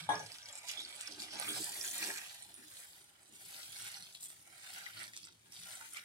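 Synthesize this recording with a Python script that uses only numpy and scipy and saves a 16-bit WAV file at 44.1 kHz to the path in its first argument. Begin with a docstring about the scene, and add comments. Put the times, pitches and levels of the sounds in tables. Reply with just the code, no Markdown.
"""A wooden spatula stirs thin curry in a hot steel wok, close to a two-port microphone in a small kitchen.
The blade's knocks ring the wok as fading sines; its scrape and the slosh are gritty noise through the bowl's bands.
Sauce on the hot wall hisses as coloured noise full of tiny bubbles; larger bubbles are short rings with snaps.
Nudges make the bowl hum and the stove thud. Burner and room give a steady hush; wall and room add echoes."""
import sys
import numpy as np
from scipy import signal
from scipy.fft import rfft, irfft, next_fast_len
from scipy.io import wavfile
from scipy.ndimage import uniform_filter1d, map_coordinates

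SR = 44100
rng = np.random.default_rng(int(sys.argv[2]) if len(sys.argv) > 2 else 0)


def log_audio(samples):
    """Write samples as a 16-bit WAV file to the path given in sys.argv[1]."""
    # one column per channel
    frames = np.atleast_2d(samples).T
    # limit to full scale, then quantise
    limited = np.clip(frames, -1, 1)
    pcm = np.round(limited * 32767).astype(np.int16)
    wavfile.write(sys.argv[1], SR, pcm)


N = 266364  # length in samples

# Hush of burner and room. Each row: frequency in Hz, relative level per Hz in dB.
AIR_COLOUR = [(25, -46), (50, -10.5), (95, -5.5), (300, -15.5), (1000, -17), (3000, -20.5), (9000, -21.5),
              (13000, -37), (16000, -35)]
# Echoes of bowl wall and room. Each row: frequency in Hz, reflected over direct sound in dB.
ECHO_COLOUR = [(60, -3.5), (300, -5), (1000, -9), (3000, 2), (9000, 3.5), (15000, -1)]
BASS_T60_S, TREBLE_T60_S, CROSSOVER_HZ = 0.092, 0.022, 3000  # time for the echoes to fall by 60 dB
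# Where the blade is. Each row: time in seconds, extra path to the left port in ms, left over right in dB.
BLADE_PLACE = [(0, 0.14, -2.5), (1, 0.16, -2.5), (2, 0.15, -1.5), (2.8, 0.21, -1), (3.3, .22, -1),
               (4.5, 0.23, -1), (6.04, 0.24, 0.5)]
TOP_HZ = 15800  # the recorder's band limit

# Sauce on the hot wall. Each row: time in seconds, hiss in dB before a trim, fine spray over hiss in dB.
SIZZLE_LEVELS = [(0, -50.5, -3), (.07, -65, -4), (.12, -54, -3), (.25, -58, -1.5), (.42, -59.5, -2.5),
                 (.48, -61, -1.5), (.65, -59, 0.5), (.69, -46, -3.5), (.74, -55, -5), (.8, -52, -5.5),
                 (.91, -57.5, -4), (1.02, -55.5, 3), (1.08, -53, -8.5), (1.16, -57, -4.5), (1.23, -49, -3),
                 (1.29, -54, -5), (1.4, -48, -6), (1.49, -50, 2.1), (1.56, -43.5, -4.2), (1.63, -50.5, 4.5),
                 (1.72, -52.5, 3), (1.9, -50, 4), (2.05, -44, -1.5), (2.17, -52, 1), (2.29, -54.5, -5),
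                 (2.57, -67, 1.5), (2.8, -61.5, 3.5), (2.98, -65.5, 1.5), (3.16, -73.5, -2.5),
                 (3.32, -70, 1), (3.36, -66.5, 5), (3.6, -54.5, 0.5), (3.7, -55.5, -1.5), (3.89, -51, -1.5),
                 (4.02, -56.5, -6.5), (4.19, -64, -2), (4.23, -63.5, 11.5), (4.32, -65, 3.5),
                 (4.44, -70.5, 2.5), (4.53, -67, 2), (4.74, -54, -3), (4.92, -58, -5.5), (5.04, -55, -3),
                 (5.11, -68.5, 1), (5.17, -56, -5), (5.255, -59.5, -8), (5.28, -63, -12), (5.33, -69, -6),
                 (5.37, -79, 1), (5.51, -68.5, -2.5), (5.523, -61.5, -0.5), (5.64, -53.5, -5.5),
                 (5.75, -58, 2.5), (5.91, -65, 6.5), (5.96, -59, 1), (6.04, -66, -1)]
# Colours of the steam, from coarse to fine. Each row: frequency in Hz, relative level per Hz in dB.
HISS_COLOUR = [(1500, -11.5), (2600, -1), (3400, 3.5), (5000, 3.5), (6300, 0), (8000, -43.5)]
SPRAY_COLOUR = [(5000, -21), (6500, -8.5), (8500, -2), (10000, -2.5), (11000, -12), (12500, -37)]
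MIST_COLOUR = [(9500, -18.5), (11000, -4.5), (12500, -4.5), (14000, -11), (16000, -7.5)]
STIR_START_S = 1.39  # stirring starts, which ends the first part
MIST_DB, EARLY_MIST_DB = -0.5, -9  # mist over spray, later and in the first part: the top of the hiss is duller at first
RESTING_CLUMPS_DB, CLUMP_RATE = 2.5, 41  # left alone, the sizzle comes in clumps with gaps; knots a second
RESTING_CRACKLE_DB = 1  # left alone, single bubbles stand further out of the steam

# The loudest bubbles. Each row: start in seconds, ring in dB before a trim, ring pitch in Hz,
# left over right in dB before a limit, snap in dB before a trim.
LOUD_POPS = [(0.076, -40, 3720, 0, -62), (0.0907, -27, 9500, 9, -60), (0.114, -26.5, 3760, -2, -56),
             (0.154, -22.5, 5330, 7, -56), (0.1945, -26.5, 5930, 2, -54), (0.2623, -35, 4970, -1, -38.5),
             (0.2655, -44, 6900, 0, -43), (0.3187, -32, 4900, -8, -40), (0.3845, -37, 4800, 8, -41.5),
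             (0.4266, -31, 5800, 5, -62), (0.4577, -28, 5040, 6, -52), (0.4872, -35, 3430, 11, -37),
             (0.527, -26, 7660, 1, -60), (0.5546, -21, 8170, -3, -66), (0.5756, -26, 8100, 0, -47),
             (0.6856, -41, 4000, -4.5, -32.5), (0.691, -22, 6000, -3, -47), (0.7133, -26, 5100, -1, -30),
             (0.7731, -26, 3460, -13, -64), (0.785, -36, 3550, -7, -50), (0.793, -30, 3460, -7, -48),
             (0.8035, -23, 3900, 0, -32), (0.8495, -24, 4440, 4, -55), (0.9617, -29, 9350, -10, -65.5),
             (0.9935, -33, 8200, 0, -50), (1.0102, -18.5, 8500, 2, -30.5), (1.0278, -43, 8250, 1, -48),
             (1.0738, -22, 5240, -2, -39), (1.1135, -47, 6140, -9, -42), (1.1595, -37, 5830, -2, -55),
             (1.171, -43, 8500, 0, -56), (1.2003, -20.5, 4370, -3, -42), (1.2196, -35, 4560, 6, -31.5),
             (1.226, -27, 4460, 2, -46), (1.3079, -30.5, 5270, 1, -50), (1.3987, -16.5, 9550, -10.5, -35),
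             (1.433, -23, 8450, -2, -48), (1.4825, -19.5, 3270, -2, -50), (1.8118, -20, 5500, -2, -32),
             (1.8475, -20.5, 6930, 3, -32), (1.877, -26, 9500, 0, -28), (1.885, -26, 8950, 3, -35),
             (1.9119, -20, 6300, 3, -43), (1.9864, -45, 4540, 4, -37), (2.0277, -20, 2430, 6.5, -31),
             (2.041, -24, 5860, -4, -31), (2.077, -30, 10000, -4, -41), (2.102, -23, 1800, 5, -44),
             (2.1743, -25, 6470, 1, -31), (2.4239, -25.5, 8700, -13, -53), (2.5421, -27.5, 9700, -11, -48),
             (2.563, -32, 9350, -5, -63), (2.7691, -37, 8300, -7, -40), (3.3568, -32, 7860, -4, -66),
             (3.5843, -34, 8650, -11, -56), (3.8656, -35, 8000, 1, -33), (3.9425, -27, 4280, 3, -46),
             (4.0008, -38.5, 3860, 8, -55), (4.0243, -30, 4260, -1, -38), (4.147, -35, 3980, 1, -47),
             (4.1497, -44, 4070, 2, -35), (4.2105, -31, 8230, -1, -44), (4.2248, -30, 8000, 0, -56),
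             (4.232, -36, 8560, -2, -44), (4.2388, -23, 7940, 0, -52), (4.2572, -22, 8000, -1, -40),
             (4.284, -29, 8500, 2, -53), (4.3025, -31, 8300, -8, -42), (4.74, -42, 7500, 0, -55),
             (4.767, -44, 4200, 2, -53), (4.776, -42, 1500, -2, -52), (4.815, -42, 1520, -2, -44),
             (4.8633, -26, 1990, 10, -47), (4.877, -38, 3730, 0, -41), (4.974, -32, 4350, 1, -48),
             (4.9926, -36, 2950, 8, -40), (5.011, -31, 8800, 2, -42), (5.0318, -32, 9000, -11, -39),
             (5.079, -36, 1790, 0, -42), (5.1345, -34, 1960, 3, -42), (5.165, -28, 8300, -2, -35),
             (5.232, -35, 4500, -2, -43), (5.2415, -33, 5040, -9, -54), (5.2512, -31, 7950, 5, -47),
             (5.2704, -42.5, 1410, -3, -46), (5.324, -54, 3800, 5, -51), (5.5223, -34, 5520, -11, -42),
             (5.5408, -46, 3970, 6, -51), (5.543, -42, 8800, -4, -52), (5.5565, -40, 4760, 6, -49),
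             (5.5747, -43, 4600, -3, -49), (5.598, -40, 4470, 0, -52), (5.6348, -40, 3300, 2, -36),
             (5.7139, -30, 8950, 2, -50), (5.7389, -30, 8300, 0, -38), (5.754, -26, 8450, 3, -45),
             (5.761, -36, 8600, 5, -44), (5.8105, -33, 1420, -5, -44), (5.9352, -21.5, 9250, -1, -62),
             (5.946, -34.5, 3080, 7, -54), (5.965, -34, 4130, 5, -51), (5.9692, -28, 2360, -8, -35.5),
             (5.981, -34, 2930, -7, -51)]
SMALL_RING_DB, SMALL_SNAP_DB, SMALL_HZ = 16, -6, 6210  # smaller bubbles: offsets from hiss to ring and snap; pitch
FOLLOW_S, FOLLOW_DB = 0.011, -10  # a burst sets off its neighbours: mean wait past 2 ms, usual level under the first

# The wok rocks on the stove. Each row: peak time in seconds, dying away to 1/e in seconds,
# bowl hum in dB, stove thud in dB.
NUDGE_LIST = [(0, 0.028, -69, -52), (.1, 0.068, -66, -55.5), (.17, 0.057, -59.5, -59.5),
              (.8, 0.073, -65.5, -98), (1.1, 0.19, -70.5, -83), (1.2, 0.067, -67, -80),
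              (1.36, 0.062, -59.5, -75), (1.471, 0.083, -60.5, -69), (1.55, 0.045, -61, -61),
              (1.61, 0.016, -59, -81), (1.72, 0.05, -66, -86), (1.79, 0.088, -64.5, -93),
              (1.97, 0.042, -68, -96), (2.03, 0.033, -55, -88), (2.1, 0.034, -56, -94),
              (2.5, 0.11, -72, -82), (2.6, 0.045, -71.5, -99), (3.27, 0.045, -82, -96),
              (3.315, 0.071, -67, -86), (3.47, 0.039, -103, -92), (3.7, 0.12, -101, -75),
              (3.84, 0.026, -99, -68), (4.02, 0.038, -94, -75), (4.25, 0.11, -90, -81),
              (4.48, 0.16, -82, -83), (4.75, 0.08, -86, -79), (4.98, 0.14, -74, -69),
              (5.5, 0.023, -88, -71.5), (5.6, 0.044, -96, -71)]
NUDGE_RISE_S = 0.027
REST_HUM_DB, REST_THUD_DB, SWAY_DB, SWAY_WAVERS_DB = -85, -85.5, -94.5, 4
# Resonances, all squared later: lowest bending of the bowl, stove top, stove on its feet.
# Each row: centre in Hz, width in Hz before squaring, level in dB before squaring.
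BOWL_HUM = [(302, 18.6, 2.5), (397.5, 25, 3.5), (235, 82, -0.5)]
STOVE_THUD = [(106.9, 10.5, 7), (177, 54, 2.5)]
STOVE_SWAY = [(73.8, 21, 0)]
# Sauce rolling over. Each row: frequency in Hz, relative level per Hz in dB.
GURGLE_COLOUR = [(70, -40), (140, -5.5), (220, 0), (330, 3.5), (450, 3), (560, -13), (900, -38)]
GURGLE_DB, GURGLE_LUMPS_DB = -7, 2.5  # level over the bowl hum; depth of its lumps

# Blade in the bowl. Each row: time in seconds, scrape in dB before a trim, slosh over scrape in dB.
BLADE_LEVELS = [(0, -47.5, -3), (.06, -60.5, -8), (.088, -59, -5), (.092, -52, 8), (.15, -45.5, 4),
                (.24, -54, -1.5), (.42, -59.5, -6), (.48, -55.5, -3), (.64, -57, -3.5), (.7, -51, -6.5),
                (.76, -58, -2.5), (.99, -56.5, -4.5), (1.04, -49.5, -11), (1.16, -57.5, -0.5),
                (1.31, -52, -7), (1.345, -56, 2), (1.41, -46, 0), (1.47, -45, -10.5), (1.59, -52, -1.5),
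                (1.74, -51.5, -10.5), (1.8, -46.5, -9.5), (1.93, -52, -8.5), (2.03, -44.5, -10.5),
                (2.085, -47.5, -3), (2.16, -42.5, -24), (2.22, -52.5, -7.5), (2.36, -59, -8),
                (2.45, -65.5, -2), (2.7, -63, -11), (2.83, -59, -7), (2.92, -67.5, -6), (3.28, -71.5, -4.5),
                (3.46, -64, -7), (3.6, -50.5, -9.5), (3.66, -66.5, -3), (3.87, -50, -10.5),
                (4.02, -62, -5.5), (4.22, -75, -6), (4.42, -67.5, -10), (4.47, -63, -2), (4.61, -58.5, -10),
                (4.79, -52.5, -8.5), (4.93, -58.5, -11), (5.02, -47.5, -13), (5.12, -73, 1),
                (5.22, -81, -6), (5.27, -65, -17), (5.35, -80, -20), (5.51, -71.5, -4), (5.57, -63, -9),
                (5.63, -59, -16), (5.68, -55.5, -3.5), (5.75, -52.5, -6), (5.79, -59.5, -3),
                (5.84, -53, -18), (5.91, -64, -34), (5.945, -52.5, -15), (5.97, -50, -25),
                (5.995, -52, -18), (6.04, -56, -32)]
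# Bowl under the wet blade: first push along the near wall, water still apart, water mixed in.
# Each row: centre in Hz, width in Hz before sharpening, level in dB before sharpening.
DRAG_NEAR_WALL = [(1175, 67, 2), (1565, 220, 1.5), (1960, 130, 1.2), (2316, 270, 1)]
DRAG_APART = [(1180, 220, -7), (1423, 140, -1.5), (1650, 130, 1.5), (1906, 91, 2), (2400, 220, -2.3)]
DRAG_BLENDED = [(1190, 160, -6.5), (1395, 114, 4.5), (1586, 250, 1.4), (1970, 380, 2), (2280, 330, 1),
                (3020, 310, -8)]
# Bowl under moving sauce: water still apart, water mixed in.
# Each row: centre in Hz, width in Hz before squaring, level in dB before squaring.
SLOSH_APART = [(562, 147, -0.5), (716.5, 78, 4), (821, 88, 2.5), (978, 42, 1.4)]
SLOSH_BLENDED = [(620, 174, -1.2), (809, 107, 2.7), (1003, 116, -1.4)]
DRAG_SHARPNESS = 1.06  # power of the bowl's response: deeper valleys between its bands
TURNING_S = (1.58, 1.59)  # from and to: the blade leaves the near wall and turns round the bowl
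MIXING_S = (2.93, 3)  # from and to: the water blends into the curry

# Ringing tones of the steel bowl. Each row: pitch in Hz, level in dB before other factors,
# time to fall by 60 dB in seconds.
WOK_MODES = [(106, -31, 0.33), (294, -11.5, 0.25), (435, -18, 0.57), (584, -20, 0.34), (694, -12, 0.093),
             (722, -6, 0.2), (846, 2, 0.1), (903, -1, 0.29), (1050, -7, 0.24), (1097, -14, 0.28),
             (1220, -17, 0.4), (1350, -17, 0.22), (1423, -16, 0.3), (1654, -4.5, 0.4), (1950, -17, 0.19),
             (2090, -18.5, 0.3), (2060, -33, 0.13), (3340, -9, 0.13), (3414, -20, 0.15),
             (3750, -12.5, 0.084), (5100, -25.5, 0.15), (5900, -12.5, 0.18), (7100, -32, 0.12),
             (8250, -19.5, 0.078), (9660, -12.5, 0.23)]
# Blade on steel. Each row: start in seconds, level in dB before a trim, left over right in dB.
KNOCK_LIST = [(0.090, -19.5, 6), (0.104, -21, 1), (0.132, -27, -5), (0.152, -34, 5), (0.199, -38.5, 9),
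              (0.318, -51, 1), (0.487, -51, 4), (0.687, -55, 13), (1.344, -37.5, -1), (2.102, -40.5, 5),
              (5.2715, -65, -3), (5.294, -78, -3), (5.455, -61, 0), (5.806, -44, 2)]
# Sauce in the ringing bowl: knots a second, depth in level and phase; it swallows the tail within SOAK_S.
WAVER_RATE, WAVER_DB, WAVER_RAD, SOAK_S = 63, 1.5, 0.97, 0.12


def amp(db):
    """Turns dB into gain."""
    return 10 ** (np.asarray(db) / 20)


def unit(x):
    """Scales a sound to an rms of 1."""
    return x / np.sqrt(np.mean(x ** 2) + 1e-20)


def along(points, hz):
    """Reads a curve of (Hz, value) points on a log frequency axis."""
    f, v = np.transpose(points)
    return np.interp(np.log(hz + 1), np.log(f + 1), v)


def curves(rows):
    """Draws one value per sample for each column after the time."""
    s, *cols = np.transpose(rows)
    return [np.interp(np.arange(N) / SR, s, c) for c in cols]


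def wobble(rate):
    """Makes a smooth random curve with rate knots a second."""
    knots = rng.standard_normal(int(N * rate / SR) + 4)
    return map_coordinates(knots, [np.arange(N) * rate / SR])


def filtered(x, response):
    """Passes x through a response given as a function of frequency."""
    m = next_fast_len(N + SR // 2)
    return irfft(rfft(x, m) * response(np.fft.rfftfreq(m, 1 / SR)), m)[..., :N]


def body(modes):
    """Response of a solid body: a sum of (Hz, width, dB) resonances with alternating signs."""
    def response(f):
        total = 0
        for k, (centre, width, db) in enumerate(modes):
            damping = 1j * f * width
            total = total + (-1) ** k * amp(db) * damping / (centre * centre - f * f + damping)
        return total
    return response


def powered(modes, power):
    """Response of a body with its strength raised to a power, which deepens the valleys between bands."""
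    def response(f):
        plain = body(modes)(f)
        return plain * abs(plain) ** (power - 1)
    return response


def steep(modes):
    """Response of a body applied twice, so its bands fall off faster."""
    return lambda f: body(modes)(f) ** 2


def colour(points):
    """Response that follows a curve of (Hz, dB) points."""
    return lambda f: amp(along(points, f))


def gritty(patchy_db, spread):
    """Noise in patches of shifting colour; more spread makes the two ports differ more."""
    z = signal.stft(rng.standard_normal((2, N)), nperseg=512)[2]
    field = rng.standard_normal(z.shape[1:])
    field = uniform_filter1d(field, size=5, axis=0)  # smooth over frequency
    field = uniform_filter1d(field, size=6, axis=1)  # smooth over time
    patchy = signal.istft(z * amp(patchy_db * unit(field)), nperseg=512)[1]
    mid, side = unit(patchy[:, :N])
    return np.array([mid + spread * side, mid - spread * side]) / np.hypot(1, spread)


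def placed(s, waves):
    """Adds up short waves, one per row, starting at the times s."""
    k = np.arange(waves.shape[1])
    at = (np.round(s * SR).astype(int)[:, None] + k).ravel()
    return np.bincount(at, waves.ravel(), N + len(k))[:N]


def grains(s, hz, size, cycles, rise):
    """Short sines at times s; rise and fade to 1/e are counted in cycles."""
    phase = hz[:, None] * np.arange(200) / SR
    envelope = np.exp(-phase / cycles) * (1 - np.exp(-phase / rise))
    return placed(s, size[:, None] * np.sin(2 * np.pi * phase) * envelope)


def air():
    """The steady hush of burner and room: coloured noise, alike at both ports in the bass only."""
    mid, other = filtered(rng.standard_normal((2, N)), colour(AIR_COLOUR))
    side = filtered(other, lambda f: f * f / (f * f + 300 ** 2))
    return amp(-71.5) * unit(np.array([mid + side, mid - side]))


def echo_tail(noise, t, t60):
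    """Spectrum of a noise echo that dies away by 60 dB in t60 seconds."""
    decay = amp(-60 * t / t60)
    return rfft(noise * decay / np.linalg.norm(decay), 2 * len(t))


def kitchen(x):
    """Echoes of bowl wall and room: fading noise, different at each port and new for each short piece of x."""
    hop = 4096
    count = N // hop + 2
    padded = np.pad(x, ((0, 0), (hop, (count + 1) * hop - N - hop)))
    fade = np.sin(np.pi * np.arange(2 * hop) / (2 * hop))
    pieces = np.array([padded[:, k * hop:(k + 2) * hop] for k in range(count)]) * fade
    t, hz = np.arange(2 * hop) / SR, np.fft.rfftfreq(4 * hop, 1 / SR)
    noise = rng.standard_normal(pieces.shape)
    bass, treble = (echo_tail(noise, t, t60) for t60 in (BASS_T60_S, TREBLE_T60_S))
    apart = hz / (hz + 200)  # long waves reach both ports alike
    bass = (1 - apart) * bass[:, :1] + apart * bass
    low = 1 / (1 + (hz / CROSSOVER_HZ) ** 2)
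    echo = (np.sqrt(low) * bass + np.sqrt(1 - low) * treble) * amp(along(ECHO_COLOUR, hz))
    wet = irfft(rfft(pieces, 2 * len(t)) * echo)
    out = np.zeros((2, (count + 4) * hop))
    for k, piece in enumerate(wet):
        out[:, k * hop:(k + 4) * hop] += piece
    return out[:, hop:hop + N]


def ports(x):
    """Sound from the wok travels further to the left port, so it arrives there later."""
    lag_ms, pan_db = curves(BLADE_PLACE)
    left = map_coordinates(x[0], [np.arange(N) - lag_ms * SR / 1000], order=5)
    return np.array([left * amp(pan_db / 2), x[1] * amp(-pan_db / 2)])


def crackle(count, centre_hz, spread, cycles, size_db):
    """Many tiny bursting bubbles as short sines, a few much larger than the rest."""
    u, g = rng.random((count, 2)), rng.standard_normal(count)
    hz = np.clip(centre_hz * np.exp(spread * g), 500, SR / 3)
    size = amp(-size_db * np.log(u[:, 1] + 0.0018))
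    return unit(grains(u[:, 0] * N / SR, hz, size, cycles, rise=0.23))


def sauce(slips):
    """Sauce pushed up the hot wall: steam noise with bubbles in it, from coarse hiss to fine mist."""
    hiss_db, fine_db = curves(SIZZLE_LEVELS)
    early = np.arange(N) / SR < STIR_START_S
    mist_db = np.where(early, EARLY_MIST_DB, MIST_DB)
    clumps = unit(amp(RESTING_CLUMPS_DB * early * wobble(CLUMP_RATE)))

    steam = gritty(patchy_db=2.0, spread=0.4) * amp(2.0 * slips)
    bubbles = crackle(count=4000, centre_hz=3840, spread=0.39, cycles=0.84, size_db=3.0)
    coarse = steam + 0.83 * amp(RESTING_CRACKLE_DB * early) * bubbles

    fine_steam = gritty(patchy_db=1.2, spread=1.0) * amp(1.7 * slips)
    fine_bubbles = crackle(count=6000, centre_hz=9330, spread=0.48, cycles=0.53, size_db=3.0)
    fine = fine_steam + 1.13 * fine_bubbles

    hiss = unit(filtered(coarse, colour(HISS_COLOUR)))
    mist = unit(filtered(fine, colour(MIST_COLOUR)))
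    spray = unit(filtered(fine, colour(SPRAY_COLOUR))) + amp(mist_db) * mist
    return amp(hiss_db - 5.0) * clumps * (hiss + amp(fine_db) * spray)


def small_pops(count):
    """Smaller bubbles at random moments, following the loudness of the hiss; columns as in LOUD_POPS."""
    s = rng.random(count) * N / SR
    a, b, c, d = rng.standard_normal((count, 4)).T
    hiss_db = curves(SIZZLE_LEVELS)[0][(s * SR).astype(int)]
    hz = np.clip(SMALL_HZ * np.exp(0.435 * b), 2000, 11000)
    ring_db = hiss_db + SMALL_RING_DB + 1.9 * a
    snap_db = hiss_db + SMALL_SNAP_DB + 2.2 * d
    return np.transpose([s, ring_db, hz, 4 * c, snap_db])


def clusters(rows):
    """Each burst sets off three neighbours of like pitch, mostly weaker."""
    after = np.repeat(rows, 3, axis=0)
    u = rng.random(len(after))
    a, b, c = rng.standard_normal((len(after), 3)).T
    s, db, hz, pan_db, snap_db = after.T
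    s = np.minimum(s + 0.002 - FOLLOW_S * np.log(1 - u), (N - 1) / SR)
    change_db = FOLLOW_DB + 3 * a
    neighbours = [s, db + change_db, hz * np.exp(0.055 * b), pan_db + 2 * c, snap_db + change_db]
    return np.vstack([rows, np.transpose(neighbours)])


def pops():
    """Larger bubbles, each from its own side: a short ring and a wide snap that also ping the upper steel modes."""
    s, db, hz, pan_db, snap_db = clusters(np.vstack([LOUD_POPS, small_pops(count=260)])).T
    share = amp(np.outer([.5, -.5], np.clip(pan_db, -8, 8)))  # gain at each port
    k = np.arange(96)
    snap = rng.standard_normal((len(s), len(k))) * np.exp(-((k / SR - .0007) / 0.00017) ** 2)
    snap = snap / np.linalg.norm(snap, axis=1, keepdims=True)
    snaps = np.array([placed(s, snap * (g * amp(snap_db + 18.5))[:, None]) for g in share])
    rings = np.array([grains(s, hz, g * amp(db + 5.0), cycles=3.23, rise=6.23) for g in share])
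    burst = rings + filtered(snaps, lambda f: (f / (f + 1300)) ** 2 / (1 + (f / 9800) ** 6))
    # a mode that rings longer has a narrower band
    steel = body([(c, np.log(1000) / (np.pi * t60), level) for c, level, t60 in WOK_MODES])
    ping = filtered(burst.mean(axis=0), lambda f: steel(f) * (f > 2100))
    return burst + amp(23.5) * ping


def rocking():
    """Gains of hum and thud: every nudge swells quickly and dies away, over a resting level."""
    s, fall_s, *db = np.transpose(NUDGE_LIST)
    late = np.arange(N) / SR - s[:, None]
    swell = np.exp(-np.where(late < 0, (late / NUDGE_RISE_S) ** 2, late / fall_s[:, None]))
    return amp(db) @ swell + amp([[REST_HUM_DB], [REST_THUD_DB]])


def hum_and_thud():
    """The rocking wok: noise shakes the bowl's lowest modes and the stove, with a gurgle of rolling sauce."""
    shake = rng.standard_normal(N) * amp(1.4 * wobble(30))
    thud, sway = (unit(filtered(shake, steep(modes))) for modes in (STOVE_THUD, STOVE_SWAY))
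    hum = unit(filtered(gritty(patchy_db=4.5, spread=0.44), steep(BOWL_HUM)))
    rolling = gritty(patchy_db=2.5, spread=0.3) * amp(GURGLE_LUMPS_DB * wobble(40))
    gurgle = unit(filtered(rolling, colour(GURGLE_COLOUR)))
    hum_gain, thud_gain = rocking()
    sway_gain = amp(SWAY_DB + SWAY_WAVERS_DB * wobble(5.5))
    return hum_gain * (hum + amp(GURGLE_DB) * gurgle) + thud_gain * thud + sway_gain * sway


def blending(x, stages, changes):
    """Passes x through the bowl, whose response crossfades from stage to stage over the spans of change."""
    out = unit(filtered(x, stages[0]))
    for stage, span in zip(stages[1:], changes):
        turn = np.interp(np.arange(N) / SR, span, [0, np.pi / 2])
        out = np.cos(turn) * out + np.sin(turn) * unit(filtered(x, stage))
    return out


def scrape(slips):
    """The blade drags on the steel and pushes sauce: slipping noise through the bands of the bowl."""
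    scrape_db, wet_db = curves(BLADE_LEVELS)
    drag_stages = [powered(modes, DRAG_SHARPNESS) for modes in (DRAG_NEAR_WALL, DRAG_APART, DRAG_BLENDED)]
    rubbing = gritty(patchy_db=1.83, spread=0.72) * amp(3.1 * slips)
    drag = blending(rubbing, drag_stages, [TURNING_S, MIXING_S])
    pushing = gritty(patchy_db=3.0, spread=0.062) * amp(3.0 * slips)
    slosh = blending(pushing, [steep(SLOSH_APART), steep(SLOSH_BLENDED)], [MIXING_S])
    return amp(scrape_db - 5.5) * (drag + amp(wet_db) * slosh)


def knocks():
    """Each blow rings the bowl's modes at new strengths; sauce makes them waver and swallows the tail."""
    out, t = np.zeros((2, N + SR)), np.arange(SR // 2) / SR
    hz, level, t60 = np.transpose(WOK_MODES)[:, :, None, None]
    count = len(WOK_MODES)
    place = np.clip(t * WAVER_RATE, 0, 62)
    k, part = place.astype(int), np.sin(np.pi / 2 * (place % 1)) ** 2
    soft_wood = 1 / np.hypot(1, hz / 3600)  # wood is too soft for the top modes
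    shape = (1 - np.exp(-t / 0.00067)) * np.exp(-(t / SOAK_S) ** 2 / 2)
    for s, db, pan_db in KNOCK_LIST:
        strength, start = rng.standard_normal((2, count, 1, 1))
        port = rng.standard_normal((count, 1, 1)) * np.array([[1], [-1]])
        knots = rng.standard_normal((2, count, 2, 64))  # each mode wavers in its own way at each port
        size, phase = knots[..., k] * (1 - part) + knots[..., k + 1] * part
        size_db = level + 2.6 * strength + WAVER_DB * size - 60 * t / t60
        drift = WAVER_RAD * phase * np.minimum(t * WAVER_RATE, 1)
        angle = 2 * np.pi * hz * t + 0.36 * start + 0.43 * port + drift
        ring = (amp(size_db) * soft_wood * np.sin(angle)).sum(axis=0)
        gain = amp(db - 15.0 + pan_db * np.array([[.5], [-.5]]))
        out[:, round(s * SR):][:, :len(t)] += gain * ring * shape
    return out[:, :N]


def scene():
    """Everything in the wok, direct and reflected, over the hush; the open-surface bubbles echo least."""
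    # the blade catches and lets go, from ticks to lumps
    slips = wobble(700) + 0.73 * wobble(120) + 0.33 * wobble(30)
    wok = sauce(slips) + hum_and_thud() + scrape(slips) + knocks()
    bubbles = pops()
    reflected = kitchen(wok + amp(-9) * bubbles)
    return ports(wok + bubbles + reflected) + air()


def record(dry):
    """The microphone loses the deepest bass; the recorder keeps nothing above its band limit."""
    return filtered(dry, lambda hz: (hz < TOP_HZ) / np.sqrt(1 + (50 / (hz + 1)) ** 6))


dry = scene()
out = record(dry)
log_audio(out)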